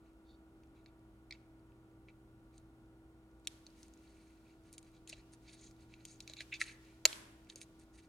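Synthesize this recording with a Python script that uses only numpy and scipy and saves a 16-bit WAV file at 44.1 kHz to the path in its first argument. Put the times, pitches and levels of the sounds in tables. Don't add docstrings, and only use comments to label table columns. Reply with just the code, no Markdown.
import sys
import numpy as np
from scipy import signal
from scipy.fft import rfft, irfft
from scipy.io import wavfile
from scipy.ndimage import uniform_filter1d

SR = 44100
rng = np.random.default_rng(int(sys.argv[2]) if len(sys.argv) > 2 else 0)


def log_audio(samples):
    frames = np.atleast_2d(samples).T
    limited = np.clip(frames, -1, 1)
    pcm = np.round(limited * 32767).astype(np.int16)
    wavfile.write(sys.argv[1], SR, pcm)


def volts_from_db(level):
    exponent = np.asarray(level, float) / 20
    return 10 ** exponent


N = 356724

# [f/Hz, level/dB]
WIDTH = [(60, -25.5), (110, -10), (200, -16), (380, -22), (700, -6.5), (1290, -2.5), (2380, 2.5), (4400, 2),
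         (8120, -13.5), (15000, -26)]
# [t/s, rms level/dB]
RUSTLE_LEVEL = [(0, -91), (2, -90.5), (3.3, -89), (3.7, -75.5), (4.6, -82.5), (5.05, -81.5), (5.3, -79.5),
                (6.0, -80), (6.5, -69), (7, -76.5), (7.45, -77), (8.09, -83.5)]
# [f/Hz, relative level/dB, t60/s before the contact's damping]
BOARD = [
    [(1930, -4.5, 0.0038), (2250, 1.5, 0.007), (2692, -3, 0.0067)],
    [(3400, -4, .015), (3720, -0.5, 0.01), (4410, 4, 0.0095), (4430, 3.5, 0.011)],
    [(5680, -5.5, 0.016), (6040, 1, 0.0058), (6950, 2.5, 0.013)],
    [(7250, 6, 0.03), (7920, 1.5, 0.0082), (9200, 10, 0.0065), (9640, 5, 0.0073), (11500, -20, 0.026),
     (11300, -30, 0.0035)],
]
GROUP_HZ = [2250, 4100, 6300, 9000]


def along(table, hz):
    f, v = np.transpose(table)
    return np.interp(np.log(np.maximum(hz, 1)), np.log(f), v)


def walk(rate):
    k = int(SR / rate)
    steps = np.repeat(rng.standard_normal(N // k + 1), k)
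    w = uniform_filter1d(uniform_filter1d(steps, k), k)[:N]
    return w / w.std()


def air():
    # [f/Hz, relative level per Hz/dB]
    spectrum = [(15, -32.5), (30, -7), (60, -4.5), (150, -15.5), (300, -12.5), (450, -19), (750, -23.5),
                (1200, -30.5), (1600, -34), (2500, -39.5), (4800, -47), (9400, -45), (13000, -50),
                (16000, -52)]
    mid_rms_db = -66
    hz = np.fft.rfftfreq(N, 1 / SR)
    mid, side = rfft(rng.standard_normal((2, N))) * volts_from_db(along(spectrum, hz))
    scale = volts_from_db(mid_rms_db) / irfft(mid, N).std()
    side = side * volts_from_db(along(WIDTH, hz))
    return scale * irfft([mid + side, mid - side], N)


def hum():
    # [f/Hz, rms level/dB]
    mains = [(120.0, -72), (120.24, -76)]
    # [f/Hz, rms level/dB without waver, limit of the waver either way/dB]
    tones = [(57.6, -72.5, 3.5), (89, -84.5, 6), (171, -81, -4.5), (208.3, -77.5, 3), (235, -81.5, -0.5),
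             (273, -85.5, 5), (324.3, -65, -0.4), (394.4, -79, 1), (492, -88, 4.5), (660, -87, 6),
             (726, -90, 2), (790, -86.5, 3.5), (927, -90.5, -0.5), (950, -87, 2.5), (1100, -92, 1.5),
             (1163, -92, 7), (1260, -99, 8), (1430, -95.5, 3.5), (1300, -93, 2), (1364, -88.5, 1.5),
             (1380, -88.5, -1.5), (1438, -85.5, -1.5), (1460, -89, 0.5)]
    in_phase_s = 1.95
    t = np.arange(N) / SR
    buzz = sum(volts_from_db(db) * np.cos(2 * np.pi * hz * (t - in_phase_s)) for hz, db in mains)
    out = buzz * np.ones((2, 1))
    for hz, db, waver_db in tones:
        apart = np.arctan(volts_from_db(along(WIDTH, hz))) * np.array([[1], [-1]])
        level = volts_from_db(db + waver_db * np.tanh(walk(5.5)))
        phase = 2 * np.pi * (hz * t + rng.random()) + 0.19 * waver_db * walk(7.2)
        out = out + level * np.cos(phase + apart)
    return np.sqrt(2) * out


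def room(near, around):
    # [f/Hz, t60/s]
    decay = [(500, 0.84), (1500, 0.86), (4000, 0.54), (10000, 0.53)]
    # [delay t/s, level/dB]
    reflections = [(.003, -10.5), (.0052, -11.5), (.0095, -19.5)]
    tail_db, build_up_s = -23, 0.029
    t = np.arange(SR) / SR
    tail, echoes = np.zeros((2, SR)), np.zeros((2, SR // 10))
    for hz in 250 * 2 ** np.arange(6):
        octave = signal.butter(2, [hz / np.sqrt(2), hz * np.sqrt(2)], "band", fs=SR, output="sos")
        noise = signal.sosfilt(octave, rng.standard_normal((2, SR)))
        tail += noise * np.exp(-np.log(1000) * t / along(decay, hz))
    tail *= 1 - np.exp(-t / build_up_s)
    tail *= volts_from_db(tail_db) / np.sqrt(np.sum(tail ** 2) / 2)
    for s, db in reflections:
        echoes[:, int(s * SR) + np.array([0, 3])] += volts_from_db(db) * np.eye(2)
    early = signal.fftconvolve(near[None], echoes, axes=1)[:, :N]
    late = signal.fftconvolve(around[None], tail, axes=1)[:, :N]
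    return early + late


def rustle():
    s, db = np.transpose(RUSTLE_LEVEL)
    grains = rng.standard_normal((2, N)) * volts_from_db(0.94 * rng.exponential(size=N))
    grains = signal.sosfilt(signal.butter(1, [1500, 6000], "band", fs=SR, output="sos"), grains)
    level_db = np.interp(np.arange(N) / SR, s, db) + 0.83 * walk(15)
    return grains / grains.std() * volts_from_db(level_db)


def add(track, s, sound):
    i = int(s * SR)
    track[:, i:i + sound.shape[1]] += sound[:, :max(N - i, 0)]


def crack(ms, snap):
    peak = int(max(ms, .2) * SR / 1000)
    t = np.arange(SR // 25) / peak
    envelope = np.where(t < 1, t ** 1.6, np.exp(-1.6 * (t - 1)))
    force = rng.standard_normal(len(t)) * envelope
    force[peak] = snap * np.sqrt(peak)
    return force


def ring(push, modes, damping, direct_db):
    t = np.arange(SR // 10) / SR
    spot = rng.standard_normal((len(modes), 2))
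    response = np.zeros(len(t))
    for k, ((hz, db, t60), (a, b)) in enumerate(zip(modes, spot)):
        tone = np.sin(2 * np.pi * hz * (1 + 0.0096 * b) * t)
        decay = np.exp(-np.log(1000) * damping * t / t60)
        response += (-1) ** k * volts_from_db(db + 2.0 * a) * tone * decay
    response[0] = volts_from_db(direct_db)
    return signal.fftconvolve(push, response)


def radiate(ringing, force, lo_hz, hi_hz):
    band = signal.butter(2, [lo_hz / 1.017, hi_hz * 1.035], "band", fs=SR, output="sos")
    force = np.pad(force, (0, len(ringing) - len(force)))
    near, around = signal.sosfiltfilt(band, [ringing, force], padtype=None)
    return np.array([near, around * np.linalg.norm(near) / np.linalg.norm(around)])


def favour(db, best_hz, fall_db):
    return db - max(fall_db, 0) * np.abs(np.log2(np.array(GROUP_HZ) / best_hz))


def touch(pushes, forces, levels_db, best_hz, measure, damping, direct_db, top_hz):
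    lower_edges = [1600, 3200, 5300, 7500]
    focus_db = 13.5
    edges = lower_edges + [top_hz]
    out = 0
    for push, force, modes, lo, hi, db in zip(pushes, forces, BOARD, edges, edges[1:], levels_db):
        away = np.abs(np.log2(np.array(modes)[:, 0] / best_hz))
        fade_db = focus_db * (away - away.min())
        focused = [(hz, mode_db - fade, t60) for (hz, mode_db, t60), fade in zip(modes, fade_db)]
        group = radiate(ring(push, focused, damping, direct_db), force, lo, hi)
        out = out + volts_from_db(db) * group / measure(group[0])
    return out


def rubs():
    # [nominal start t/s, nominal length/s, rms level/dB at the favoured pitch before group
    # trim, favoured f/Hz, fall-off/dB per octave]
    strokes = [(0.032,0.098,-88.5,2200,6.5), (0.261,0.11,-79,4100,23), (0.745,0.084,-81.5,3000,13),
               (0.86,0.048,-80,2930,14), (1.328,0.036,-68,2800,12), (2.079,0.035,-74.5,2250,11),
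               (2.526,0.1,-86.5,4000,3), (3.446,0.015,-76.5,4200,9), (3.508,0.11,-85,5000,10),
               (3.758,0.14,-82,5900,1), (3.945,0.55,-83.5,2600,3), (4.442,0.12,-80,2620,8.5),
               (4.642,0.08,-83,2300,2.5), (4.724,0.042,-74,9000,4.5), (4.838,0.078,-82.5,2900,4.5),
               (4.93,0.068,-77.5,3470,10), (5.082,0.038,-66,6000,3.5), (5.121,0.024,-59,3580,10),
               (5.146,0.081,-74.5,3220,7.5), (5.323,0.034,-75.5,7800,3), (5.437,0.2,-75,3600,7),
               (5.478,0.037,-65,3300,11), (5.52,0.039,-71.5,7400,2), (5.59,0.13,-68.5,5840,9),
               (5.787,0.073,-80.5,3500,4.5), (5.896,0.09,-76,3000,8), (5.98,0.076,-78,2800,7.5),
               (6.053,0.119,-68.5,6200,8.5), (6.213,0.032,-71,5900,14), (6.277,0.058,-68,3870,8),
               (6.366,0.045,-56,3380,17), (6.398,0.04,-60,2250,5.5), (6.519,0.038,-46,2500,18.5),
               (6.541,0.035,-52.5,3300,14.5), (6.6,0.04,-52.5,2250,2), (6.63,0.12,-62,1900,4),
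               (6.817,0.18,-79,2480,7), (7.49,0.024,-67.5,2900,4.5), (7.51,0.032,-76,2300,1.5),
               (7.562,0.037,-71.5,6600,3), (7.606,0.036,-64.5,8960,5), (7.791,0.058,-82,9000,1),
               (7.932,0.05,-79.5,6000,2.5), (7.975,0.038,-74,2300,2), (8.02,0.053,-81,3100,4)]
    group_db = [0.2, -0.4, -1.2, 0.2]
    out = np.zeros((2, N))
    for s, length, db, best_hz, fall_db in strokes:
        levels_db = favour(db, best_hz, fall_db) + group_db
        n = int(max(length, .005) * 1.5 * SR)
        slips = rng.standard_normal((len(BOARD), n)) * volts_from_db(2.0 * rng.exponential(size=n))
        run_db = 3.0 * rng.standard_normal((len(BOARD), n // 256 + 1))
        runs = volts_from_db(np.repeat(run_db, 256, axis=1)[:, :n])
        swell = np.sin(np.pi * np.linspace(0, 1, n) ** 0.73) ** 2.5
        force = slips * runs * swell
        stroke_rms = lambda g: np.sqrt(np.sum(g ** 2) / n)
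        direct_db = 41 - 2.25 * fall_db
        sound = touch(force, force, levels_db, best_hz, stroke_rms,
                      damping=1.5, direct_db=direct_db, top_hz=10400)
        add(out, max(s - .2 * length, 0), sound)
    return out


def knocks():
    # [t/s, peak level/dB, favoured f/Hz, rise of the push/ms, fall-off of other modes/dB per octave]
    pushes = [(1.307, -42, 2250, 2, 50), (1.321, -42, 2150, 3.2, 55), (5.123, -38, 2750, 6, 64),
              (5.124, -53, 634, 3.9, 27), (6.295, -54.5, 643, 3, 13), (6.405, -57.5, 664, 2, 16),
              (6.523, -36.5, 2170, 3, 29.5), (6.604, -39.5, 2096, 2, 19), (6.612, -43.5, 1340, 1.3, 35.5),
              (6.6129, -23.5, 1930, 2, 42), (7.053, -27.5, 760, .8, 9.5), (7.557, -56.5, 492, 2, 44)]
    # [f/Hz, relative level/dB, t60/s before the contact's damping]
    flex = [(378, -4, 0.045), (490, -2, 0.055), (620, -3, 0.049), (970, 0.5, 0.022), (1340, -2, 0.062)]
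    out = np.zeros((2, N))
    for s, db, best_hz, ms, fall_db in pushes:
        modes = [(hz, mode_db - fall_db * abs(np.log2(hz / best_hz)), t60)
                 for hz, mode_db, t60 in flex + BOARD[0] + BOARD[1]]
        spread = 2 ** (9 / max(fall_db, 8))
        ringing = ring(crack(ms, snap=3.8), modes, damping=1.7, direct_db=-19.0)
        body = radiate(ringing, ringing, best_hz / spread, best_hz * spread)
        add(out, s, volts_from_db(db) * body / np.abs(body[0]).max())
    return out


def ticks():
    count, over_rustle_db, scatter_db, fall_db = 30, 10, 3.0, 9
    s, db = np.transpose(RUSTLE_LEVEL)
    when, size, pitch = rng.random((count, 3)).T
    when = when * (N / SR - .1)
    peak_db = np.interp(when, s, db) + over_rustle_db - scatter_db * np.log(1 - size)
    best_hz = GROUP_HZ[0] * 4 ** pitch
    return [(a, b, c, fall_db) for a, b, c in zip(when, peak_db, best_hz)]


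def clicks():
    # [t/s, peak level/dB at the favoured pitch before group trim, favoured f/Hz,
    # fall-off/dB per octave]
    cracks = [(0.6344,-59,2900,12.5), (0.86,-43,3120,25.5), (1.3086,-39,4400,29), (1.324,-41,4100,26),
              (1.7198,-63.5,2250,21), (2.0848,-49.5,2250,21), (2.579,-57,9000,3.5), (3.4719,-24.5,4900,9),
              (3.6655,-46.5,4340,14), (3.7017,-61.5,4000,16), (3.83,-43.5,5540,21), (3.9367,-56,6200,12),
              (4.7277,-48,9000,8), (4.737,-52,6300,11), (4.78,-43.5,8450,3.5), (4.789,-56,9000,7),
              (4.8277,-59,9000,4), (5.0744,-48,6460,4), (5.0931,-45.5,9000,8), (5.0971,-38,5130,11.5),
              (5.3348,-53.5,9000,6), (5.7104,-61,5000,2), (5.9383,-45,2300,14), (6.0515,-42,6460,4.5),
              (6.2037,-40,4650,7.5), (6.2761,-38.5,3400,10), (6.297,-36.5,4700,23), (6.335,-40,3800,12),
              (6.3675,-43.5,3860,17), (6.4059,-31,2730,15), (6.4136,-41,2300,23), (6.54,-35,3580,15),
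              (6.6139,-25.5,2540,8.5), (6.6386,-43,3600,10), (7.0531,-9,3694,5.5), (7.0754,-37.5,3800,26),
              (7.1283,-28,3300,19), (7.4988,-39.5,4200,21), (7.5578,-39,6680,13.5), (7.6143,-42,2320,3),
              (7.6302,-54,4606,11), (7.7964,-58.5,9000,11)]
    group_db = [-1.37, 0.75, -2, 2.5]
    out = np.zeros((2, N))
    for s, db, best_hz, fall_db in cracks + ticks():
        levels_db = favour(db, best_hz, fall_db) + group_db
        push = [crack(ms=1.1, snap=0.63)] * len(BOARD)
        flat = np.ones((len(BOARD), 1))
        sound = touch(push, flat, levels_db, best_hz, lambda g: np.abs(g).max(),
                      damping=1.97, direct_db=18, top_hz=12100)
        add(out, s, sound)
    return out


def scene():
    bounce_s, bounce_db, near_side_db = .00048, -11.5, -17
    near, around = clicks() + knocks() + rubs()
    mirrored = volts_from_db(bounce_db) * np.roll(near, round(bounce_s * SR))
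    near = (near + mirrored) / np.hypot(1, volts_from_db(bounce_db))
    side = volts_from_db(near_side_db) * np.roll(near, 6)
    direct = np.array([near + side, near - side])
    return direct + room(near, around) + rustle() + hum() + air()


def low_pass(x):
    return signal.sosfilt(signal.butter(12, 16550, fs=SR, output="sos"), x)


def record(dry):
    return low_pass(dry)


dry = scene()
out = record(dry)
log_audio(out)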